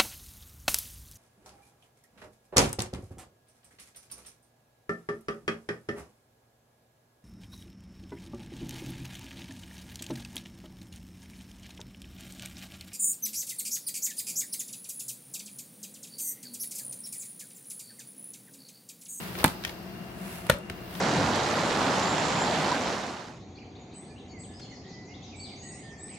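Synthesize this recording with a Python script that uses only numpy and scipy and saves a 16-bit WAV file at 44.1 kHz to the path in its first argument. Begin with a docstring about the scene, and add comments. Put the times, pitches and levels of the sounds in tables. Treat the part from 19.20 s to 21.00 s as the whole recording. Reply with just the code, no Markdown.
"""A hard plastic case snaps open close by and claps shut a second later.
Its catch cracks, the lid knocks the shell into ringing, and lid and contents tick as it is
handled: each is damped modes plus a noise burst. The hands take the jolts as low thumps.
Hands and bedding rub faintly; a small room reverberates and hums with low ventilation noise."""
import sys
import numpy as np
from scipy import signal
from scipy.fft import rfft, irfft, next_fast_len
from scipy.io import wavfile
from scipy.ndimage import uniform_filter1d, map_coordinates

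SR = 44100
rng = np.random.default_rng(int(sys.argv[2]) if len(sys.argv) > 2 else 0)


def dump(signal):
    """Clip the signal to [-1, 1] and save it as 16-bit WAV at the path in sys.argv[1]."""
    limited = np.clip(np.atleast_2d(signal).T, -1, 1)
    pcm = np.round(limited * 32767).astype(np.int16)
    wavfile.write(sys.argv[1], SR, pcm)


N = 79380

# catch cracks: start_s, level_db, t60_s, pan_db (left over right)
CATCH_SNAPS = [(0.2422, -6, 0.0097, 0.5), (0.2464, -38, .014, -1), (1.2972, -21.5, 0.011, -9),
               (1.2992, -16, 0.022, -1)]
# catch ring: pitch_hz, level_db, t60_s
CATCH_MODES = [(3625, -7.5, .011), (8760, -3.5, 0.0087), (11100, -21, 0.0049), (12400, -18, 0.006)]
# crack spectrum: freq_hz, gain_db
CRACK_COLOUR = [(300, 8), (1500, 1.5), (2500, -9), (3600, -4), (5800, -11), (7500, -5.5), (8650, 2.5),
                (10300, -1.5), (12500, 1.5), (14000, -7), (16000, -10)]
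# lid blows, opening and shutting: start_s, level_db, pan_db
OPEN_BLOWS = [(0.2462, -5.5, -0.8)]
SHUT_BLOWS = [(1.2971, -13, 3.2), (1.2991, -5.5, 3.4), (1.3132, -22.5, 1.5)]
# shell ring, opening and shutting: pitch_hz, level_db, t60_s
OPEN_MODES = [(125, -13.5, 0.055), (185, -9, 0.026), (252, -9, .035), (327, -6, 0.014), (782, -18, 0.011),
              (850, -7, 0.017), (923, -9, 0.02), (1240, -5.5, 0.0082), (1420, -5, 0.0079),
              (1580, -19, 0.014), (1820, -20, 0.015), (2423, -17, 0.034)]
SHUT_MODES = [(150, -20.5, 0.044), (572, -8, 0.027), (610, -9.5, 0.031), (945, -14.5, 0.024),
              (1280, -14, .02), (1434, -9, 0.02), (1592, -13, 0.024), (1694, -11.5, 0.018),
              (2420, -18, 0.023), (2880, -15.5, .016), (3180, -14, .018), (4165, -17.5, 0.026)]
# lid contact spectrum: freq_hz, gain_db
CLACK_COLOUR = [(150, -3), (600, -17), (1500, 7.5), (3200, -4), (4600, -9.5), (6500, -14), (16000, -26)]
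# handling ticks: start_s, level_db, treble_db, pitch_ratio, pan_db
TICKS = [(0.1535, -37.5, -13, 0.72, 14), (0.188, -33.5, -4, 1.01, -3), (0.2007, -35, -10, .95, 0),
         (0.2065, -36, -10, 1.1, 0), (0.2315, -28, -17, 0.42, 0), (0.2575, -24, -22, 0.39, 5),
         (0.2591, -28, 6.5, 0.91, -5), (0.2790, -29.5, 2, 1.1, 2), (0.4383, -30.5, -19, 1.05, -3),
         (0.4496, -22, -11, 0.99, 1), (0.477, -34.5, -23, 0.97, 2), (0.4940, -32.5, -10, 1.19, 3.5),
         (1.1845, -49.5, 9, 0.7, -8), (1.2671, -38.5, 3.5, 1.01, -4), (1.2913, -29.5, -22, 0.66, -2),
         (1.3215, -29, -16, 0.98, 1), (1.3390, -37, -2, 0.91, 4), (1.3853, -51, 9, 1.01, -6),
         (1.4985, -26.5, -12.5, .84, -3), (1.7530, -38, -13, 1.01, 6)]
# tick ring at ratio 1: pitch_hz, level_db, t60_s
TICK_MODES = [(1583, -15, 0.048), (1870, -6, 0.028), (2430, -6, 0.017), (3100, -13, .014),
              (3640, -8.5, 0.0077), (5400, -22, 0.011)]
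# tick contact spectrum at ratio 1: freq_hz, gain_db
TICK_COLOUR = [(200, -28), (1000, -19), (1700, 0.5), (3300, 1), (4400, -8.5), (5500, -5.5), (7000, -16.5),
               (16000, -26)]
# hand jolts: start_s, level_db, pitch_hz, t60_s
HAND_JOLTS = [(0.2500, -29, 119, 0.075), (0.2651, -19.5, 189, 0.036), (1.2972, -17.5, 190, 0.039),
              (1.3178, -15, 70, 0.025), (1.331, -22, 47.6, .08), (1.5054, -17.5, 174, 0.0095),
              (1.514, -32, 52, 0.11)]
# friction of hands on bedding, and of the case in the grip: time_s, level_db
RUB_LEVEL = [(0, -42), (.14, -48), (.22, -46), (.30, -42.5), (.38, -59), (.47, -51), (.56, -59), (.9, -62),
             (1.0, -51), (1.08, -45.5), (1.16, -44.5), (1.24, -51), (1.33, -49), (1.42, -68), (1.63, -70),
             (1.76, -48), (1.8, -49)]
GRIP_LEVEL = [(0, -42), (.1, -43), (.17, -41.5), (.2, -32.5), (.235, -39.5), (.3, -50), (.4, -50.5),
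              (.48, -40.5), (.56, -53.5), (1.2, -50.5), (1.45, -63), (1.52, -50), (1.6, -48), (1.78, -41.5)]
# friction spectra: freq_hz, gain_db
RUB_COLOUR = [(200, -31), (900, 7.5), (1800, 9.5), (3500, 3.5), (6500, -1.5), (9000, 1.5), (12000, 2.5),
              (16000, -4)]
GRIP_COLOUR = [(30, -33), (70, 10.5), (180, -9), (400, -3.5), (1000, -7), (2200, -11), (4800, -14.5),
               (7000, -30), (16000, -16)]
# room decay: freq_hz, t60_s
ROOM_DECAY = [(100, 0.16), (600, 0.42), (2000, 0.22), (6000, 0.24), (14000, 0.13)]
# room tail spectrum: freq_hz, gain_db
ROOM_COLOUR = [(60, 2.5), (200, 3.5), (600, -6.5), (1000, 0.5), (1500, -3.5), (4000, 0.5), (7000, 2),
               (8800, -4.5), (10500, -0.5), (12500, -3), (16000, 2)]
# broad air noise spectrum: freq_hz, gain_db
AIR_COLOUR = [(25, -27), (45, -1), (80, -7), (140, -15), (230, -13.5), (480, -18), (800, -19.5),
              (1600, -22), (2700, -28), (3800, -36), (5000, -36), (6800, -41), (11000, -42.5), (15800, -54)]
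# ventilation resonances and hiss: centre_hz, width_hz, level_db
DRONE_BANDS = [(121.3, 15, -52), (237, 21, -58), (350.8, 54, -50.5), (682, 75, -53), (2780, 79, -59)]
HISS_BANDS = [(4560, 1500, -1), (13500, 600, -4)]
# hum and hiss envelopes: time_s, level_db
HUM_LEVEL = [(0, -42), (.35, -47), (.48, -49), (.68, -44.5), (.83, -42), (.91, -51), (1.03, -39.5),
             (1.13, -45.5), (1.25, -45), (1.45, -46), (1.68, -49), (1.77, -40.5)]
HISS_LEVEL = [(0, -62), (.35, -54.5), (.9, -62), (1.1, -83), (1.8, -78)]
# left-right likeness of all noise: freq_hz, correlation
STEREO_CORRELATION = [(60, 0.8), (130, 0.96), (290, 0.92), (640, 0.45), (1410, 0.0013), (3100, 0),
                      (15000, 0)]


def amp(db):
    """Decibels to gain."""
    return 10 ** (np.asarray(db) / 20)


def unit(x):
    """Scale to rms 1."""
    return x / np.sqrt(np.mean(x ** 2) + 1e-20)


def along(points, hz):
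    """Interpolate (freq_hz, value) points on a log axis."""
    freqs_hz, values = np.transpose(points)
    return np.interp(np.log(hz + 1), np.log(freqs_hz + 1), values)


def colour(points):
    """Frequency response from (freq_hz, gain_db) points."""
    return lambda hz: amp(along(points, hz))


def envelope(points):
    """Gain per sample from (time_s, level_db) points."""
    return amp(np.interp(np.arange(N) / SR, *np.transpose(points)))


def pan(db):
    """Left and right gains, db apart."""
    return amp(np.array([[db], [-db]]) / 2)


def add(out, start_s, sound):
    """Mix a sound in at start_s."""
    part = out[:, round(start_s * SR):][:, :sound.shape[1]]
    part += sound[:, :part.shape[1]]


def filtered(x, response):
    """Zero-phase FFT filter."""
    size = x.shape[-1]
    padded = next_fast_len(size + SR // 8)
    spectrum = rfft(x, padded) * response(np.fft.rfftfreq(padded, 1 / SR))
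    return irfft(spectrum, padded)[..., :size]


def noise(response, size=N):
    """Coloured stereo noise, rms 1: correlated bass, independent treble."""
    def mid_side_gains(hz):
        angle_rad = np.arccos(along(STEREO_CORRELATION, hz)) / 2
        return response(hz) * np.array([np.cos(angle_rad), np.sin(angle_rad)])
    mid, side = filtered(rng.standard_normal((2, size)), mid_side_gains)
    return unit(np.array([mid + side, mid - side]))


def band(centre_hz, width_hz):
    """Narrow band of stereo noise."""
    return noise(lambda hz: 1 / (1 + 2 * ((hz - centre_hz) / width_hz) ** 2))


def ring(modes, contact_s=0.00013, right_lag_s=0.00005):
    """Damped modes with 1 dB random scatter; left channel leads."""
    t = np.maximum(np.arange(SR // 10) / SR - np.array([[0], [right_lag_s]]), 0)
    attack = 1 - np.exp(-t / contact_s)
    return attack * sum(amp(db + rng.normal(0, 1, (2, 1)) - 60 * t / t60_s) * np.sin(2 * np.pi * hz * t)
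                        for hz, db, t60_s in modes)


def burst(points, t60_s):
    """Dense, fast-dying modes of a contact, as decaying noise."""
    t = np.arange(SR // 10) / SR
    return noise(colour(points), size=len(t)) * amp(-60 * t / t60_s)


def catch_snaps():
    """The catch snaps: high modes plus a bright crack."""
    out = np.zeros((2, N))
    for start_s, level_db, t60_s, pan_db in CATCH_SNAPS:
        snap = ring(CATCH_MODES) + burst(CRACK_COLOUR, t60_s)
        add(out, start_s, amp(level_db) * pan(pan_db) * snap)
    return out


def lid_knocks(blows, shell_modes, clack_db=-7.5, clack_t60_s=0.023):
    """The lid strikes the shell: shell modes plus a contact clack."""
    out = np.zeros((2, N))
    for start_s, level_db, pan_db in blows:
        knock = ring(shell_modes) + amp(clack_db) * burst(CLACK_COLOUR, clack_t60_s)
        add(out, start_s, amp(level_db) * pan(pan_db) * knock)
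    return out


def handling_ticks(burst_t60_s=0.018):
    """Lid and contents tap lightly: ring and clack transposed per tick, plus a treble crack."""
    out = np.zeros((2, N))
    for start_s, level_db, treble_db, pitch_ratio, pan_db in TICKS:
        clack = burst([(hz * pitch_ratio, db) for hz, db in TICK_COLOUR], burst_t60_s)
        crack = amp(treble_db) * burst(CRACK_COLOUR, burst_t60_s)
        tone = ring([(hz * pitch_ratio, db, t60_s) for hz, db, t60_s in TICK_MODES])
        add(out, start_s, amp(level_db) * pan(pan_db) * (tone + clack + crack))
    return out


def hand_jolts():
    """Soft thumps in the hands: one low damped mode each."""
    out = np.zeros((2, N))
    for start_s, level_db, pitch_hz, t60_s in HAND_JOLTS:
        add(out, start_s, ring([(pitch_hz, level_db, t60_s)]))
    return out


def rustle(stroke, spectrum, grain_db=1.5, grain_rate_hz=500):
    """Friction: finely grained noise under the stroke's envelope."""
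    knots = rng.standard_normal(N)
    grains = amp(grain_db * map_coordinates(knots, [np.arange(N) * grain_rate_hz / SR]))
    return envelope(stroke) * unit(grains * noise(colour(spectrum)))


def room_reverb(x, build_up_s=0.0026):
    """Short diffuse tail; decay time varies with frequency."""
    hz, t, bins = signal.stft(noise(colour(ROOM_COLOUR), size=SR // 2), SR, nperseg=256)
    decay = amp(-60 * t / along(ROOM_DECAY, hz)[:, None])
    _, tail = signal.istft(bins * decay, SR, nperseg=256)
    tail *= np.clip(np.arange(tail.shape[1]) / SR / build_up_s, 0, 1) ** 2
    return signal.fftconvolve(x, tail / np.linalg.norm(tail[0]), axes=1)[:, :N]


def ventilation(air_db=-44.5, pan_db=2.96):
    """Broad air noise, droning resonances, a wavering hum and a thin two-band hiss."""
    drone = sum(amp(db) * band(hz, width_hz) for hz, width_hz, db in DRONE_BANDS)
    hum = band(centre_hz=183, width_hz=16.8)
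    hum_power = np.abs(uniform_filter1d(np.mean(hum ** 2, axis=0), size=3000))
    hum = envelope(HUM_LEVEL) * unit(hum / np.sqrt(hum_power + 1e-9))  # flatten, then shape
    hiss = envelope(HISS_LEVEL) * sum(amp(db) * band(hz, width_hz) for hz, width_hz, db in HISS_BANDS)
    air = amp(air_db) * noise(colour(AIR_COLOUR))
    return pan(pan_db) * (air + drone + hum + hiss)


def scene(reverb_db=-10.5):
    """Case impacts and their reverb, over friction and ventilation."""
    impacts = catch_snaps() + lid_knocks(OPEN_BLOWS, OPEN_MODES) + lid_knocks(SHUT_BLOWS, SHUT_MODES)
    impacts += handling_ticks() + hand_jolts()
    reverb = amp(reverb_db) * room_reverb(impacts)
    friction = rustle(RUB_LEVEL, RUB_COLOUR) + rustle(GRIP_LEVEL, GRIP_COLOUR)
    return impacts + reverb + friction + ventilation()


def record(dry, low_cut_hz=84, top_hz=15950):
    """Low cut, full-scale clip, steep band limit."""
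    thinned = signal.sosfilt(signal.butter(2, low_cut_hz, 'highpass', fs=SR, output='sos'), dry)
    return filtered(np.clip(thinned, -1, 1), lambda hz: 1 / (1 + (hz / top_hz) ** 200))


dry = scene()
out = record(dry)
dump(out)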